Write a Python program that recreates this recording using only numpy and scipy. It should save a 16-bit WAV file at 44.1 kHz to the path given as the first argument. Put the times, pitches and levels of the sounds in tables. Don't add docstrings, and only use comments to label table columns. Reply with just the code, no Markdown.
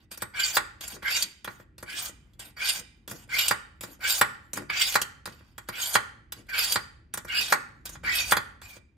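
import sys
import numpy as np
from scipy import signal
from scipy.fft import rfft, irfft, next_fast_len
from scipy.io import wavfile
from scipy.ndimage import uniform_filter1d

SR = 44100
rng = np.random.default_rng(int(sys.argv[2]) if len(sys.argv) > 2 else 0)


def pcm_store(signal):
    levels = np.round(np.clip(np.atleast_2d(signal), -1, 1) * 32767)
    wavfile.write(sys.argv[1], SR, levels.astype(np.int16).T)


def linear_from_db(decibels):
    return 10 ** (np.asarray(decibels, float) / 20)


N = 395571

# (frequency [Hz], width [Hz], level [dB])
GRIND_MODES = [(1495, 120, 9), (1669, 23, 0.5), (1850, 250, 2.5), (2100, 530, 4.5), (2230, 120, -2),
               (2382, 43, -1), (2550, 52, -9), (3026, 340, -0.5), (2954, 100, -8.5), (3314, 140, 1)]
# (frequency [Hz], width [Hz], level [dB])
RING_MODES = [(3743, 200, -0.5), (4515, 110, 0), (4600, 74, 0.5), (4850, 110, 3), (5210, 170, -7),
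              (5660, 78, -25)]
# (frequency [Hz], width [Hz], level [dB])
HISS_MODES = [(6650, 1100, 1.5), (7300, 140, -0.5), (8420, 430, -3.5), (9520, 300, -3), (11100, 880, -9),
              (12160, 910, 2.5), (12400, 310, -7), (12900, 2400, -2), (14700, 2600, 0.5)]


def scrape():
    grind_db, centre_hz, ring_db, hiss_db = slides()
    catch_db = catches()
    grind_db = grind_db + 1.2 * catch_db
    ring_db = ring_db + catch_db
    hiss_db = hiss_db + 1.15 * catch_db
    force = grit(per_s=9000, spread_db=1.0, judder_db=2.5)

    def near_centre(hz):
        octaves = np.log2(hz / centre_hz)
        return linear_from_db(np.maximum(-32 * octaves ** 2, -15) + 2.5 * drift(25))

    grind = modes(force, GRIND_MODES, near_centre, broad_db=-3, low_hz=1250, high_hz=3800)
    grind = grind + linear_from_db(-0.5) * gliding(force, centre_hz, width_hz=610)
    grind = grind / np.sqrt(uniform_filter1d(grind ** 2, size=3000))

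    ring = modes(force, RING_MODES, lambda hz: linear_from_db(4.0 * drift(20)), broad_db=0.5, low_hz=3400, high_hz=6200)
    shimmer_s = 0.00012 * drift(14)
    ring = delayed(rms_one(ring), shimmer_s)

    hiss = modes(force, HISS_MODES, lambda hz: linear_from_db(4.5 * drift(12)), broad_db=0, low_hz=5600, high_hz=15700)
    hiss = rms_one(hiss)
    mirror_s = 0.00014 * linear_from_db(2.5 * drift(4.1))
    hiss = hiss + 0.42 * delayed(hiss, mirror_s)

    shake = rms_one(band(force, 620, 2000))
    shake_db = 0.56 * hiss_db + 0.039 * grind_db - 22
    return linear_from_db(grind_db) * grind + linear_from_db(ring_db) * ring + linear_from_db(hiss_db + 5.5) * hiss + linear_from_db(shake_db) * shake


# (start [s], length [s], pressure [dB], brightness [dB], highest grind centre [Hz])
PULLS = [(0.338, .212, -30, -1, 2770), (1.024, 0.2, -30.5, -0.5, 2530), (1.861, 0.22, -36.5, 1, 2883),
         (2.568, 0.22, -31.5, 0, 2784), (3.293, 0.22, -30.5, 1, 2770), (4.007, 0.18, -29.5, 4.5, 2740),
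         (4.693, 0.26, -28, -1.5, 2743), (5.704, 0.26, -35.5, 4, 3040), (6.488, 0.25, -29, 1.5, 2747),
         (7.273, 0.26, -30, -2, 2857), (8.035, .27, -28, -0.5, 2630)]
PULL_RING_DB = [-2, -1.5, -2.5, -2, 0, -0.5, 0, -3, -1.5, -0.5, -0.5]
# (start [s], length
# [s], pressure [dB], brightness [dB], fade [dB], negative swells)
PUSHES = [(-.03, 0.064, -61, -7.5, 15), (0.115, 0.02, -46, -4.5, 4), (0.204, .008, -50, -10, -4),
          (5.675, 0.0096, -61.5, -5.5, -6), (0.81, 0.14, -43, -1, 11), (1.448, 0.17, -58.5, 0, 15.5),
          (1.801, 0.0075, -65, -5, -2.5), (2.397, 0.098, -41.5, -2, 23.5), (3.089, .14, -58, 1.5, 4),
          (3.824, 0.12, -53, 2, 13.5), (4.557, 0.075, -38.5, -2.5, 28), (5.265, 0.37, -54.5, -8.5, 28),
          (5.615, 0.026, -76, -6, -2), (6.347, 0.061, -59.5, -4, 5), (7.134, 0.05, -53.5, -24, 11),
          (7.857, 0.089, -47.5, 0, 17), (8.624, 0.14, -55.5, -2.5, 7)]
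# (loudest at [share of length], level there [dB], drop at heel [dB], drop at tip [dB], share of brightness [1])
ZONES = [
    (.28, -0.43, 14, 13, 0.072),
    (.57, 1.5, 25.5, 12, 0.53),
    (.62, -8, 26, 3, 1.1),
]


def slides():
    u = np.linspace(0, 1, num=15)
    strokes = []
    for start_s, length_s, db, bright_db, top_hz, ring_db in np.column_stack([PULLS, PULL_RING_DB]):
        grind, ring, hiss = (db + zone_db + share * bright_db + arch(u, top_at, heel_db, tip_db)
                             for top_at, zone_db, heel_db, tip_db, share in ZONES)
        centre_hz = top_hz * (1 + arch(u, 0.94, 1 - 0.72, 1 - 0.93))
        strokes.append(np.transpose([start_s + length_s * u, grind, centre_hz, ring + ring_db, hiss]))
    for start_s, length_s, db, bright_db, fade_db in PUSHES:
        grind = db - fade_db * u ** 0.65
        centre_hz = 2450 + 0 * u
        strokes.append(np.transpose([start_s + length_s * u, grind, centre_hz, grind + 1.5, grind + bright_db]))
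    # (time [s], grind [dB], centre [Hz], ring [dB], hiss [dB])
    bite = np.array([-.012, -45, 0, -45, -45])
    hold = np.array([.012, -2, 0, -2, -2])
    lift = np.array([.026, -45, 0, -45, -45])
    rows = []
    for stroke in strokes:
        rows += [stroke[0] + bite, *stroke, stroke[-1] + hold, stroke[-1] + lift]
    time_s, *columns = np.transpose(sorted(rows, key=lambda row: row[0]))
    return [np.interp(np.arange(N) / SR, time_s, column) for column in columns]


def arch(u, top_at, heel_drop, tip_drop):
    heel = np.maximum(1 - u / top_at, 0) ** 2
    tip = np.maximum((u - top_at) / max(1 - top_at, 1e-2), 0)
    return -heel_drop * heel - tip_drop * tip


# (time [s], boost [dB], half length
# [s])
CATCHES = [(0.4, 9, 0.0077), (1.081, 5, 0.006), (1.144, 3.5, 0.0024), (1.168, 10, 0.0098),
           (2.695, 8.5, 0.011), (3.392, 8, 0.0087), (4.7, 9.5, .004), (4.71, 0, 0.022), (0.27, -3.5, .008),
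           (6.9, 4, .006), (4.943, 9.5, 0.0044), (5.944, 12.5, 0.01), (8.312, 14, 0.0036),
           (2.06, 2.5, 0.033), (2.79, 3.5, .01), (8.057, 6, .01), (0.66, -0.5, 0.0073), (3.3, -0.5, 0.0027),
           (4.868, -1, 0.0037), (8.25, -5, .04), (1.9, -0.5, 0.016), (4.7, 4.5, .003), (1.135, 4.5, .004),
           (6.7, 1, .005), (3.32, 2, 0.013), (4.817, 9, 0.0064), (4, 3.5, 0.0042), (8.147, -1, 0.011),
           (4.101, 2.5, 0.0056), (4.124, 6.5, 0.0029), (6.588, 8.5, 0.0083), (7.2, 11, 0.0062),
           (6.648, 5.5, 0.0037), (1.978, 3.5, 0.0098), (0.349, 3.5, 0.0046), (7.394, 5, 0.0057),
           (7.419, -1, 0.0061)]


def catches():
    boost_db = np.zeros(N)
    for time_s, db, half_s in CATCHES:
        near = np.arange(round((time_s - .06) * SR), round((time_s + .06) * SR))
        boost_db[near] += db * np.exp(-((near / SR - time_s) / half_s) ** 4)
    return boost_db


def grit(per_s, spread_db, judder_db):
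    sizes = linear_from_db(spread_db * np.minimum(rng.exponential(1, N), 5)) * rng.choice([-1, 1], N)
    grains = sizes * (rng.random(N) < per_s / SR)
    judder = drift(45) + 0.41 * drift(280)
    return rms_one(grains) * linear_from_db(judder_db * judder)


def modes(force, peaks, weights, broad_db, low_hz, high_hz):
    out = linear_from_db(broad_db) * rms_one(band(force, low_hz, high_hz))
    for k, (hz, width_hz, level_db) in enumerate(peaks):
        mode = rms_one(resonance(force, hz, width_hz))
        out = out + (-1) ** k * linear_from_db(level_db) * mode * weights(hz)
    return out


def gliding(force, centre_hz, width_hz):
    turn = np.exp(2j * np.pi * np.cumsum(centre_hz) / SR)
    r = np.exp(-np.pi * width_hz / SR)
    smooth = signal.lfilter([1], [1, -2 * r, r * r], force / turn)
    return rms_one((smooth * turn).real)


# (start [s], length [s], from [Hz], to [Hz], level [dB])
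SQUEALS = [(0.364, 0.099, 1600, 1543, -36.5), (0.405, 0.03, 2550, 2290, -43.5),
           (0.816, 0.11, 2400, 2400, -63), (1.048, 0.048, 1600, 1600, -29.5),
           (1.093, 0.08, 2550, 2870, -33), (1.878, 0.094, 1600, 1700, -45),
           (2.604, 0.084, 2400, 2450, -33.5), (2.614, 0.056, 1470, 1600, -39),
           (3.316, 0.065, 1920, 2460, -28.5), (3.373, 0.081, 2680, 2975, -32.5),
           (4.02, 0.069, 1480, 1663, -32.5), (4.03, 0.064, 2090, 2400, -34.5),
           (4.708, 0.13, 2500, 2775, -38.5), (5.76, 0.04, 2790, 2890, -56),
           (6.513, 0.095, 1550, 1625, -36.5), (6.555, 0.071, 2735, 2570, -32.5),
           (7.293, .04, 2820, 2860, -33.5), (7.341, 0.062, 2834, 2850, -29.5),
           (7.332, 0.084, 2550, 2580, -30), (7.291, 0.084, 2140, 2300, -40),
           (7.343, 0.045, 1620, 1700, -35.5), (0.427, 0.022, 4620, 4800, -27),
           (1.047, 0.042, 2040, 2090, -30.5), (5.825, 0.013, 3150, 3200, -30),
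           (4.786, .05, 3300, 3300, -34), (4.797, 0.052, 2120, 2150, -35.5),
           (8.202, 0.047, 2450, 2400, -32), (2.672, 0.033, 5060, 4900, -32),
           (8.068, 0.034, 1850, 1994, -22.5), (8.111, 0.088, 2550, 2600, -30.5),
           (8.125, .05, 3200, 3250, -43), (8.63, 0.13, 2485, 2330, -51), (1.215, 0.015, 4640, 4620, -24),
           (5.81, 0.021, 6720, 6600, -31.5), (6.715, 0.021, 4800, 4750, -28.5),
           (0.401, .07, 2910, 3150, -37), (1.119, 0.018, 4900, 4900, -34)]


def squeals():
    out = np.zeros(N)
    force = grit(per_s=26000, spread_db=6.0, judder_db=-2.5)
    for start_s, length_s, from_hz, to_hz, db in SQUEALS:
        span = slice(round(start_s * SR), round((start_s + length_s) * SR))
        u = np.linspace(0, 1, len(force[span]))
        swell = np.sin(np.pi * u) ** 0.16
        out[span] += linear_from_db(db) * swell * gliding(force[span], from_hz + (to_hz - from_hz) * u, width_hz=110)
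    return out


# (frequency [Hz], level [dB], t60 [s])
THUD_MODES = [(110, -7.5, 0.092), (186, -9, 0.071), (372, -2, 0.038), (396, -4.5, 0.034), (555, 3, 0.019)]
# (frequency [Hz], level [dB], t60 [s])
BOARD_MODES = [(599, -10.5, 0.022), (635, -8, 0.0089), (840, -9.5, 0.026), (995, -8.5, 0.021),
               (1100, -3.5, 0.02), (1173, -2.5, 0.019), (1421, 1.5, 0.018), (1512, 9.5, 0.0088),
               (1599, 3, 0.011), (1900, 4, 0.011), (2030, -5.5, 0.015), (2400, -12, 0.034),
               (1700, 9.5, .003)]


def knocks():
    edge_late_s, blade_late_s, board_late_s = 0.0016, 0.0026, 0.003
    push = contact(column=0, length_s=0.000074, late_s=board_late_s, rough=0.6)
    thud = linear_from_db(-3.5) * band(struck(push, THUD_MODES), 100, 1700)
    rap = contact(column=1, length_s=0.00006, late_s=board_late_s, rough=0.16)
    knock = linear_from_db(-4.5) * band(struck(rap, BOARD_MODES), 360, 3900)

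    steel = contact(column=2, length_s=0.00068, late_s=blade_late_s)
    blade = 0
    for k, (hz, width_hz, db) in enumerate(GRIND_MODES[-6:] + RING_MODES[1:]):
        blade = blade + (-1) ** k * linear_from_db(db) * resonance(steel, hz, 1.9 * width_hz)
    crack = linear_from_db(21.0) * band(steel, 2300, 2800) + linear_from_db(15.5) * band(steel, 2100, 8900)

    edge = contact(column=3, length_s=0.0006, late_s=edge_late_s)
    tick = sum(linear_from_db(db) * resonance(edge, hz, 8.26 * width_hz) for hz, width_hz, db in HISS_MODES)
    tick = linear_from_db(14.0) * tick + linear_from_db(15.0) * band(edge, 10000, 16000)
    return thud + knock + linear_from_db(24.0) * blade + crack + tick


# (time [s], board [dB], blade [dB], edge tick [dB])
SET_INS = [(0.113, -44.5, -30.5, -42.5), (0.807, -41.5, -29.5, -39), (1.443, -31, -28.5, -36),
           (1.779, -47.5, -37.5, -45), (2.392, -51, -40, -40.5), (3.075, -38.5, -34.5, -38),
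           (3.807, -42.5, -30, -36), (4.531, -36.5, -54.5, -27.5), (5.254, -29, -27, -38.5),
           (5.578, -32.5, -33, -40.5), (6.32, -37, -27, -32), (7.137, -28, -31, -26.5),
           (7.853, -45, -42, -36), (8.614, -39.5, -37, -52)]
# (time [s], board [dB], blade [dB], edge tick [dB])
BUMPS = [(0.173, -43, -55, -38), (0.219, -23.5, -36, -28.5), (0.877, -45, -50, -32),
         (0.961, -40.5, -67.5, -60), (1.025, -34.5, -32.5, -50.5), (1.473, -25, -34, -51),
         (1.596, -45, -49, -73), (1.825, -33, -42.5, -40.5), (2.091, -44.5, -48, -47),
         (2.332, -80.5, -55, -67), (3.11, -33, -34, -34.5), (3.833, -31.5, -30.5, -38),
         (4.57, -24, -49, -32.5), (4.618, -39, -67, -55), (4.697, -39, -45.5, -51.5),
         (5.271, -32.5, -40.5, -47), (5.404, -50.5, -69, -78), (5.685, -25, -28, -34),
         (7.172, -28.5, -34, -31.5), (7.246, -36, -73, -44.5), (7.891, -43.5, -59.5, -38),
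         (8.033, -36.5, -41, -58), (7.951, -36.5, -41, -68), (8.764, -47.5, -43, -62),
         (3.274, -64, -61, -66), (3.99, -59, -58, -65.5), (6.465, -64, -58, -66),
         (3.096, -51.5, -36.5, -43)]
# (time [s], board [dB], blade [dB], edge tick [dB])
DROPS = [(0.566, -9.5, -9.5, -20), (1.222, -37.5, -17.5, -22.5), (2.808, -54.5, -65.5, -55.5),
         (3.48, -35.5, -18, -17.5), (3.507, -10.5, -15, -29.5), (4.21, -5.5, -8.5, -20),
         (4.255, -77, -39.5, -83.5), (4.921, -42, -21.5, -35.5), (4.952, -8, -10.5, -21.5),
         (5.014, -26, -18.5, -22.5), (5.828, -53, -49.5, -35.5), (5.951, -6.5, -8.5, -21.5),
         (6.72, -40, -16, -21.5), (6.755, -13.5, -14.5, -31), (7.521, -6, -5.5, -22), (8.318, -6, -13, -19),
         (8.366, -14.5, -17, -26.5)]


def contact(column, length_s, late_s=0.0, rough=1.0):
    hits = np.array(SET_INS + BUMPS + DROPS)
    force = np.zeros(N + 2000)
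    strength_db = hits[:, column]
    if column == 0:
        set_in_db, bump_db, drop_db = -21.5, -20.5, -24
        base_db = np.repeat([set_in_db, bump_db, drop_db], [len(SET_INS), len(BUMPS), len(DROPS)])
        strength_db = base_db + 0.57 * hits[:, 1]
    t = np.maximum(np.arange(2000) / SR - late_s, 0)
    texture = 1 - rough + rough * rng.standard_normal((len(hits), 2000))
    bursts = texture * t / length_s * np.exp(1 - t / length_s)
    for time_s, db, burst in zip(hits[:, 0], strength_db, bursts):
        start = round(time_s * SR)
        force[start:start + 2000] += linear_from_db(db) * burst / np.sqrt(np.sum(burst ** 2))
    return force[:N] + 1e-18


def struck(force, table):
    out = 0
    for k, (hz, level_db, t60_s) in enumerate(table):
        r = linear_from_db(-60 / (t60_s * SR))
        w = 2 * np.pi * hz / SR
        mode = signal.lfilter([0, np.sin(w)], [1, -2 * r * np.cos(w), r * r], force)
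        out = out + (-1) ** k * linear_from_db(level_db) * mode
    return out


# (time [s], level [dB])
SHOVES = [(0.961, -50.5), (2.468, -60), (2.798, -53), (3.131, -46), (3.9, -51), (4.592, -40), (5.3, -52.5),
          (6.389, -54.5), (7.411, -50.5), (7.54, -44.5), (0.6, -51), (1.25, -56), (1.95, -57)]


def shoves():
    t = np.arange(N) / SR
    swell = sum(linear_from_db(db) * np.exp(-((t - time_s) / 0.035) ** 2) for time_s, db in SHOVES)
    return swell * rms_one(band(rng.standard_normal(N), 120, 420))


# (frequency [Hz], early [dB], early t60 [s], late [dB], late t60 [s], left-right likeness [1])
KITCHEN = [(150, -13.5, 0.34, -18, 1, 0.36), (554.3, -7.5, 0.093, -17, 0.48, -0.21),
           (1030, -6, 0.053, -13.5, 0.46, 0.053), (1600, -2.5, 0.072, -10.5, 0.52, -0.16),
           (2500, -2, .07, -16, .49, 0.3), (3960, 3, 0.046, -17.5, 0.49, 0.3),
           (8200, 3.5, 0.034, -14, 0.33, 1), (14400, 4, 0.016, -25.5, 0.062, 0.91)]
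# (frequency [Hz], left minus right [dB])
LEAN = [(60, 5), (110, -3), (200, 1), (380, 6), (700, 1.5), (1290, -2.5), (2380, -1.5), (4400, -2.5),
        (8120, -1), (15000, 1)]


def kitchen(x, lag_s, wet_db, rise_s, order):
    t = np.arange(SR) / SR
    fft_size = 16 * next_fast_len((N + SR) // 16 + 1)
    white = rng.standard_normal((2, 2, SR))
    edges_hz = 100 * 2 ** np.arange(0, 7.6, .5)
    response = 0
    for k, (low, high) in enumerate(zip(edges_hz, edges_hz[1:])):
        early_db, early_s, late_db, late_s, alike = (at_hz(KITCHEN, low * 1.04, axis=a) for a in range(1, 6))
        mid, side = band(white[k % 2], low, high)
        alike = np.clip(alike, -1, 1)
        early = linear_from_db(early_db - 60 * t / early_s) / np.sqrt(early_s)
        late = linear_from_db(late_db - 60 * t / late_s) / np.sqrt(late_s)
        ears = np.sqrt(1 + alike) * mid + np.sqrt(1 - alike) * side * [[1], [-1]]
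        response = response + (early + late) * ears
    hz = np.fft.rfftfreq(fft_size, 1 / SR) + 1
    wet = linear_from_db(wet_db) * np.sqrt(6 * np.log(10) / SR / 2)
    paths = rfft(response * np.clip(t / rise_s, 0, 1), fft_size) * wet
    paths += np.exp(-2j * np.pi * hz * lag_s * np.array([[1], [0]]))
    power = uniform_filter1d(np.abs(paths) ** 2, size=fft_size // order)
    paths *= minimum_phase(1 / np.sqrt(power))
    lean = linear_from_db(at_hz(LEAN, hz) / 2 * np.array([[1], [-1]]))
    return irfft(rfft(x, fft_size) * paths * lean, fft_size)[:, :N]


def minimum_phase(gain):
    c = irfft(np.log(gain[:, ::8]))
    half = c.shape[1] // 2
    c[:, 1:half] *= 2
    c[:, half + 1:] = 0
    return rfft(irfft(np.exp(rfft(c))), 2 * gain.shape[1] - 2)


# (frequency [Hz], level [dB per Hz])
RUMBLE = [(15, -32), (25, -8), (80, -4.5), (117, -9), (197, -16.5), (300, -17), (485, -48.5), (1040, -58),
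          (1400, -46.5), (3000, -43), (3900, -77), (6600, -120)]
# (time [s], level [dB])
RUMBLE_DB = [(0.0, -64), (0.67, -60.5), (1.5, -65), (2.001, -60), (2.95, -64.5), (3.35, -60), (3.7, -63.5),
             (4.77, -60), (5.27, -62), (5.57, -63), (7.87, -59), (8.02, -50.5), (8.97, -66.5)]


def rumble():
    edges_hz = 42 * 2 ** np.arange(0, 6.1, .5)
    white = rng.standard_normal((2, 2, N))
    out = 0
    for k, (low, high) in enumerate(zip(edges_hz, edges_hz[1:])):
        mid, side = band(white[k % 2], low, high)
        side_db = np.interp(np.log2(low / 50), [0, 4], [-17, -4])
        level = linear_from_db(at_hz(RUMBLE, low * 1.3) + 1.2 * drift(3.8))
        out = out + level * (mid + linear_from_db(side_db) * side * [[1], [-1]])
    level_db = np.interp(np.arange(N) / SR, *np.transpose(RUMBLE_DB)) + 4.5
    hum = linear_from_db(-67.5) * rms_one(resonance(white[0, 0], hz=60, width_hz=6))
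    return linear_from_db(level_db) * rms_one(out) + hum


def rms_one(x):
    return x / np.sqrt(np.mean(x ** 2) + 1e-20)


def at_hz(points, hz, axis=1):
    points = np.array(points)
    return np.interp(np.log(hz), np.log(points[:, 0]), points[:, axis])


def band(x, low_hz, high_hz, order=2):
    edges_hz = [low_hz, min(high_hz, .47 * SR)]
    return signal.sosfilt(signal.butter(order, edges_hz, "band", fs=SR, output="sos"), x)


def drift(rate_hz):
    r = np.exp(-2 * np.pi * rate_hz / SR)
    slow = signal.lfilter([1], [1, -2 * r, r * r], rng.standard_normal(N + 20000))
    return rms_one(slow[20000:])


def resonance(x, hz, width_hz):
    r = np.exp(-np.pi * width_hz / SR)
    poles = [1, -2 * r * np.cos(2 * np.pi * hz / SR), r * r]
    return signal.lfilter([(1 - r * r) / 2, 0, (r * r - 1) / 2], poles, x)


def delayed(x, lag_s):
    return np.interp(np.arange(N) - lag_s * SR, np.arange(N), x)


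def scene():
    slot = kitchen(scrape() + squeals(), lag_s=3.6e-5, wet_db=7.5, rise_s=0.00074, order=600)
    board = kitchen(knocks() + shoves(), lag_s=3.6e-5, wet_db=4.5, rise_s=0.0035, order=380)
    return slot + board + rumble()


def low_pass(x):
    return signal.sosfilt(signal.butter(12, 16810, fs=SR, output="sos"), x)


def record(dry):
    x = signal.sosfilt(signal.cheby2(10, 60, 16600, fs=SR, output="sos"), dry)
    x = 1.5 * np.tanh(x / 1.5)
    return low_pass(x)


dry = scene()
out = record(dry)
pcm_store(out)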